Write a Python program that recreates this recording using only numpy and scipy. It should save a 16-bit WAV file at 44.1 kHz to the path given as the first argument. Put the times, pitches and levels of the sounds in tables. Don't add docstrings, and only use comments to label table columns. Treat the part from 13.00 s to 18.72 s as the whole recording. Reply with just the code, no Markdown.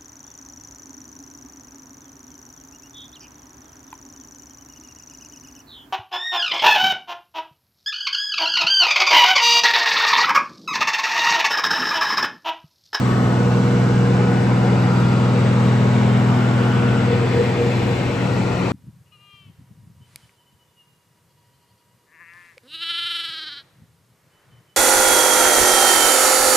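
import sys
import numpy as np
from scipy import signal
from scipy.fft import rfft, irfft, next_fast_len
from scipy.io import wavfile
from scipy.ndimage import uniform_filter1d, map_coordinates

SR = 44100
rng = np.random.default_rng(int(sys.argv[2]) if len(sys.argv) > 2 else 0)


def store_pcm(level_fs):
    pcm = np.round(np.clip(level_fs, -1, 1) * 32767).astype(np.int16)
    wavfile.write(sys.argv[1], SR, np.atleast_2d(pcm).T)


N = 252252
TIME = np.arange(N) / SR
CYCLE_HZ = 20.41


def amp(db):
    return 10 ** (np.asarray(db) / 20)


def unit(x):
    return x / np.sqrt(np.mean(x ** 2) + 1e-20)


def along(points, hz):
    freqs, values = np.transpose(points)
    return np.interp(np.log(hz + 1), np.log(freqs), values)


def curves(rows):
    times, *columns = np.transpose(rows)
    return [np.interp(TIME, times, column) for column in columns]


def ramp(start_s, length_s):
    return np.clip((TIME - start_s) / length_s, 0, 1)


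def bell(at_s, half_s):
    return np.exp(-((TIME - at_s) / half_s) ** 2)


def standing(loudest_s, spacing_s, swing_db):
    return swing_db * np.cos(2 * np.pi * (TIME - loudest_s) / spacing_s)


def drift(rate):
    count = N // 64
    return map_coordinates(rng.standard_normal(count), [np.linspace(0, N, count) * rate / SR], mode="wrap")


def stretched(coarse):
    return np.interp(np.arange(N), np.linspace(0, N, len(coarse)), coarse)


def wobble(rate):
    return stretched(drift(rate))


def noise():
    return rng.standard_normal((2, N))


def filtered(x, response):
    size = next_fast_len(N + SR // 4)
    return irfft(rfft(x, size) * response(np.fft.rfftfreq(size, 1 / SR)), size)[..., :N]


# (frequency [Hz], left minus right [dB])
STEREO_BALANCE = [(60, 1), (200, 2), (500, 2.5), (2000, 2.5), (4000, 2.5), (5400, 8), (7000, -0.5),
                  (9000, 4.5)]
# (frequency [Hz], left lead [rad])
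STEREO_PHASE = [(60, .06), (200, .28), (500, .5), (1200, 1.05), (2000, .45), (3000, 1.0), (3800, .3),
                (4800, .55), (6500, 0), (8100, -.1), (9100, -3), (11500, -2.8)]
def stereo_gains(hz):
    half = amp(along(STEREO_BALANCE, hz) / 2) * np.exp(.5j * along(STEREO_PHASE, hz))
    return np.array([half, 1 / half])


# (frequency [Hz], likeness [0-1])
STEREO_LIKENESS = [(100, .99), (250, .92), (500, .76), (1000, .45), (2000, .5), (4000, .46), (7800, .5),
                   (9200, .98)]
def spread(pair, spectrum):
    def mid_side_gains(hz):
        width = np.arccos(np.clip(along(STEREO_LIKENESS, hz), 0, 1)) / 2
        return amp(along(spectrum, hz)) * np.array([np.cos(width), np.sin(width)])
    mid, side = filtered(pair, mid_side_gains)
    return unit(filtered(np.array([mid + side, mid - side]), stereo_gains))


def tone(clock, hz, scatter, rate):
    common, left, right = [(drift(rate) + 1j * drift(rate)) / np.sqrt(2) for _ in range(3)]
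    alike = np.clip(along(STEREO_LIKENESS, hz), 0, 1)
    reflected = np.sqrt(alike) * common + np.sqrt(1 - alike) * np.array([left, right])
    gains = stereo_gains(hz)[:, None] * (1 + scatter * reflected)
    wave = np.exp(2j * np.pi * hz * clock)
    return unit(np.array([np.real(stretched(gain) * wave) for gain in gains]))


# (frequency [Hz], relative level [dB])
SUB_SPECTRUM = [(10, -16.5), (25, -13), (40, -9), (60, 3), (80, -6), (130, -31), (300, -80)]
def sub_bass():
    return amp(-47.5) * spread(noise(), SUB_SPECTRUM)


# (frequency [Hz], relative level [dB])
HISS_SPECTRUM = [(1500, -29), (3000, 0), (4300, -0.5), (5200, -1), (6300, -4), (8000, -3.5), (10000, -22.5),
                 (11600, -4)]
def hiss():
    return amp(-40 + 0.55 * wobble(9)) * spread(noise(), HISS_SPECTRUM)


# (frequency [Hz], relative level [dB])
AIR_SPECTRUM = [(150, -20), (270, -0.5), (340, -2.5), (420, -5.5), (475, -0.5), (530, -6.5), (620, -10),
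                (1000, -16), (2000, -78)]
def cooling_air():
    return amp(-29.5 + 0.19 * wobble(5)) * spread(noise(), AIR_SPECTRUM)


# (time [s], level [dB])
MESH_LEVEL = [(0.3, -44), (0.75, -41), (1.0, -47), (1.35, -37), (1.8, -54), (3.6, -49), (4.3, -60)]
# (cycle multiple, level [dB], loudest at [s], spacing [s], swing [dB])
TIMING_TONES = [(40.84, -48.5, 0.4, 3.2, 1), (53.64, -47, 2.4, 7, 2.5), (149, -64, 3.5, 5, 2.5)]
def timing_gears(clock):
    mesh_multiple = 72
    mesh = amp(curves(MESH_LEVEL)[0]) * tone(clock, mesh_multiple * CYCLE_HZ, scatter=0.32, rate=5)
    return mesh + sum(amp(db + standing(*wave)) * tone(clock, k * CYCLE_HZ, scatter=0.95, rate=4.4)
                      for k, db, *wave in TIMING_TONES)


# (time [s], speed [turns/s])
SHAFT_SPEED = [(2.2, 106.87), (3.0, 107.1), (3.7, 107.25), (4.4, 106.8), (5.5, 107.0)]
# (time [s], level [dB])
WHINE_LEVEL = [(0.1, -47), (0.4, -52), (0.6, -44), (1.4, -50), (1.6, -40.5), (2.15, -34), (2.4, -43),
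               (2.95, -52), (3.15, -42), (3.3, -46), (3.45, -37), (4.0, -38.5), (4.5, -58), (4.9, -58),
               (5.2, -45), (5.45, -40), (5.7, -44)]
# (time [s], lower level [dB], upper level [dB])
SIDEBAND_LEVELS = [(0.3, -39.5, -50), (0.75, -52, -44), (1.4, -46, -53), (2.0, -39.5, -47),
                   (2.5, -47.5, -57), (3.1, -42, -40.5), (3.35, -51, -42), (3.9, -61, -35.5),
                   (4.45, -57, -48), (4.95, -56, -48), (5.2, -54, -40), (5.55, -59, -53)]
# (shaft multiple, level [dB], loudest at [s], spacing [s], swing [dB])
PUMP_TONES = [(23.97, -52.5, 4.8, 7.4, 4.5), (25.05, -56.5, 2.6, 5.5, 2.5), (26.6, -59.5, 6.7, 1.6, 5.5),
              (26.7, -54, 2, 4.3, 2.5), (28.2, -57, 3.7, 3, 6.5)]
def pump_drive():
    shaft_hz, teeth = 107.05, 13
    clock = np.cumsum(curves(SHAFT_SPEED)[0]) / (shaft_hz * SR)
    whine = amp(curves(WHINE_LEVEL)[0]) * tone(clock, teeth * shaft_hz, scatter=0.24, rate=12)
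    sidebands = sum(amp(db) * tone(clock, k * shaft_hz, scatter=0.65, rate=17)
                    for k, db in zip((teeth - 1, teeth + 1), curves(SIDEBAND_LEVELS)))
    highs = sum(amp(db + standing(*wave)) * tone(clock, k * shaft_hz, scatter=0.91, rate=7)
                for k, db, *wave in PUMP_TONES)
    return whine + sidebands + highs


# (frequency [Hz], relative level [dB], passed at [s])
COVER_MODES = [(602, -2.5, 1.5), (736, 2, 1.4), (826, -3, 3.9), (983, -2, 1.8), (1050, -4.5, 1.8),
               (1613, -5, 1.2), (1930, -5.5, 4.2), (2132, -3, 4.6), (2370, -5, 4.5), (2680, -9.5, 5.2),
               (2920, -9.5, 3.7), (3430, -12.5, 4), (4060, -12.5, 4.8), (4660, -11.5, 1.9)]
def covers(clock):
    width_hz, passing_db = 23, 7
    jolts = np.flatnonzero(np.diff(np.floor(6 * CYCLE_HZ * clock)) > 0)
    ring = 0
    for hz, db, passed_s in COVER_MODES:
        force = np.zeros((2, N))
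        force[:, jolts] = rng.standard_normal((N // 64, 2))[:len(jolts)].T
        mode = signal.lfilter(*signal.iirpeak(hz, hz / width_hz, SR), force)
        ring = ring + amp(db) * unit(mode * amp(passing_db * bell(passed_s, half_s=.7)))
    return amp(-38) * spread(ring, spectrum=[(1000, 0)])


# (time [s], level [dB])
BLADE_LEVEL = [(0.25, -40), (0.45, -29.3), (1.0, -29), (1.42, -30.5), (1.55, -39), (2.0, -38), (2.5, -33),
               (3.1, -44), (3.75, -33), (4.4, -34), (4.9, -37), (5.6, -37)]
# (time [s], level [dB])
BLADE_SURGES = [(1.65, -27), (1.73, -28), (3.84, -29), (4.0, -27), (4.1, -26), (4.135, -24.5),
                (4.244, -22.5), (4.345, -23.5), (4.378, -24), (4.408, -21), (4.49, -26), (4.593, -23.5),
                (4.64, -27), (4.682, -24), (4.82, -29), (4.93, -30), (5.03, -28)]
# (frequency [Hz], relative level [dB])
SURGE_SPECTRUM = [(120, -100), (280, -30), (370, -7), (420, -8), (475, 0), (520, -9), (620, -35),
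                  (1200, -120)]
def fan(clock):
    blade_hz, surge_hz = 478.6, 474.5
    beat_hz, beat_db = 9.3, 2.2
    beat = np.sin(2 * np.pi * (beat_hz * clock + .2 * wobble(4)))
    blade_db = curves(BLADE_LEVEL)[0] + beat_db * beat
    blade = amp(blade_db) * tone(clock, blade_hz, scatter=0.25, rate=16)
    surge = tone(clock, surge_hz, scatter=0.071, rate=14) + amp(-4) * spread(noise(), SURGE_SPECTRUM)
    surge_envelope = sum(amp(db) * bell(at_s, half_s=.026) for at_s, db in BLADE_SURGES)
    octave_db = -45.5 + standing(loudest_s=2.86, spacing_s=6.3, swing_db=3)
    octave = amp(octave_db) * tone(clock, 2 * blade_hz, scatter=1.0, rate=7)
    return blade + surge_envelope * surge + octave


def knocks(clock, depth):
    firing = 6 * CYCLE_HZ * clock
    blow = np.floor(firing).astype(int)
    cylinder_db = rng.normal(0, 1.4, 6)[blow % 6]
    blow_db = rng.normal(0, 0.84, blow.max() + 2)[blow]
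    return unit(1 + depth * amp(cylinder_db + blow_db) * np.exp(-(firing % 1) / 0.58))


def clumped(x, depth_db=1.56):
    spectra = signal.stft(x, SR, nperseg=512)[2]
    patches = uniform_filter1d(rng.standard_normal(spectra.shape[1:]), size=4, axis=0)
    patches = uniform_filter1d(patches, size=7, axis=1)
    return signal.istft(spectra * amp(depth_db * unit(patches)), SR, nperseg=512)[1][:, :N]


def panels(x, patchy_db):
    hz, t, spectra = signal.stft(x, SR, nperseg=1024)
    patches = uniform_filter1d(rng.standard_normal(spectra.shape), size=3, axis=1)
    patches = uniform_filter1d(patches, size=70, axis=2)
    centre_hz = 7360 * 2 ** (-.35 * t)
    swell = np.exp(-((t - 2.6) / 3.3) ** 2)
    band = np.exp(-(np.log((hz[:, None] + 1) / centre_hz) / 0.1) ** 2)
    lift_db = np.array([.6, 2.2])[:, None, None]
    colour_db = patchy_db * unit(patches) + lift_db * swell * band
    return signal.istft(spectra * amp(colour_db), SR, nperseg=1024)[1][:, :N]


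# (frequency [Hz], relative level [dB])
CLATTER_SPECTRUM = [(600, -31), (1200, -10), (1800, 2), (2200, 2), (2700, -2), (3300, -6), (4200, -10.5),
                    (6000, -44.5), (9000, -63)]
# (time [s], lift [dB])
RATTLE_ACCENTS = [(0.78, 3), (4.12, 3), (4.37, 1.5), (4.73, 1), (5.23, 2.5)]
def clatter(clock):
    gap_db = 4 * ramp(start_s=0.56, length_s=2.36)
    rattle_db = sum(db * bell(at_s, half_s=.03) for at_s, db in RATTLE_ACCENTS)
    level_db = -39.5 + gap_db + rattle_db + 0.41 * wobble(21.04)
    return amp(level_db) * spread(clumped(noise()) * knocks(clock, depth=0.13), CLATTER_SPECTRUM)


# (frequency [Hz], relative level [dB])
BLOCK_SPECTRUM = [(200, -37), (330, 3.5), (480, 4.5), (620, 1), (830, 1.7), (1000, -1), (1250, -3),
                  (1500, -5), (1800, -13.5), (3000, -32.5), (6000, -69)]
def block(clock):
    size = round(SR / CYCLE_HZ)
    place = (CYCLE_HZ * clock % 1) * size
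    patterns = rng.standard_normal((6, 2, size))
    weights = np.array([wobble(1.65) for _ in patterns])
    weights /= np.linalg.norm(weights, axis=0)
    rattle = sum(weight * np.array([np.interp(place, np.arange(size), side) for side in pattern])
                 for weight, pattern in zip(weights, patterns))
    loose = clumped(noise()) * knocks(clock, depth=0.25)
    body = amp(-5.5) * spread(rattle, BLOCK_SPECTRUM) + amp(-3) * spread(loose, BLOCK_SPECTRUM)
    bay_db = 0.6 * bell(at_s=1.48, half_s=0.48)
    wall = ramp(start_s=3.91, length_s=0.45)
    wall_db, shelf_db = -1 * wall, 2 - 2.5 * wall
    treble = filtered(body, lambda hz: 1 - 1 / (1 + (hz / 1000) ** 8))
    return amp(-27 + bay_db + wall_db) * (body + (amp(shelf_db) - 1) * treble)


# (frequency [Hz], relative level [dB])
RUMBLE_SPECTRUM = [(40, -32), (65, -9), (85, -4.5), (110, 0.5), (150, 0.5), (195, 1), (250, -4.5),
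                   (300, -15.5), (450, -28.5), (900, -71)]
def exhaust_rumble(clock):
    puff_at, puff_half_length = 0.28, 0.12
    puff = np.exp(-((CYCLE_HZ * clock % 1 - puff_at) / puff_half_length) ** 2)
    chug = unit(1 + 0.78 * puff)
    return amp(-27.5 + 0.12 * TIME) * spread(noise() * chug, RUMBLE_SPECTRUM)


# (time [s], relative level [dB])
DRONE_FADE = [(0.1, -19.5), (0.5, -19), (1.9, -16.5), (2.6, -15), (3.3, -14.5), (3.8, -16.5), (4.4, -21),
              (5.0, -26.5), (5.62, -28)]
# (cycle multiple, relative level [dB], share of the fade [0-1], loudest at [s], spacing [s], swing [dB])
EXHAUST_TONES = [(2, -35, 0, -1, 5, -2), (3, -30, 0, -0.5, 7.7, 3.5), (5, -15.5, 0.17, 4.5, 9, 2),
                 (6, 0.5, 0.73, 0.5, 5.4, 1), (7, -14.5, 0.72, 1, 8.2, 3.5),
                 (8, -20.5, 0.43, 2.5, 4.3, 7.5), (9, -10, 0.022, 1.22, 7.3, 4.5),
                 (10, -7, 0.96, 2.8, 2.8, 0.6), (11, -25.5, 0.56, 3, 4.2, 9),
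                 (12, -9.5, 0.55, 3.5, 3.2, 2.5), (13, -21.5, 0.1, 1.5, 4, 4.5), (14, -25, 0.04, 5.5, 5, 4),
                 (16, -26.5, 0.078, 1.6, 6, 7.5), (17, -26.5, 0.12, 0.7, 4.4, 6.5),
                 (18, -25.5, 0.12, 0.7, 4.2, 4.5), (20, -23.5, 1, 2.5, 3.7, 3.5)]
def exhaust_drone(clock):
    level_db, = curves(DRONE_FADE)
    fade_db = level_db - level_db.max()
    pipe_delay_s, silencer_lag_s = .0094, .0113
    drone = 0
    for k, db, share, *wave in EXHAUST_TONES:
        delayed = clock - pipe_delay_s - silencer_lag_s * k
        partial = tone(delayed, k * CYCLE_HZ, scatter=.04 if k == 6 else .16, rate=2.65)
        drone = drone - amp(db + share * fade_db + standing(*wave)) * partial
    return amp(-17) * drone


def scene():
    clock = TIME + 0.00017 * wobble(1.876) + .00002 * wobble(14)
    bed = sub_bass() + exhaust_rumble(clock) + cooling_air()
    engine = block(clock) + hiss()
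    tones = exhaust_drone(clock) + fan(clock) + pump_drive() + timing_gears(clock) + covers(clock)
    machine = bed + tones + panels(engine + clatter(clock), patchy_db=2.0)
    pan_db = -2 + 0.42 * TIME
    return machine * amp(np.array([pan_db, -pan_db]) / 2)


def record(dry):
    return filtered(dry, lambda hz: hz < 11800)


dry = scene()
out = record(dry)
store_pcm(out)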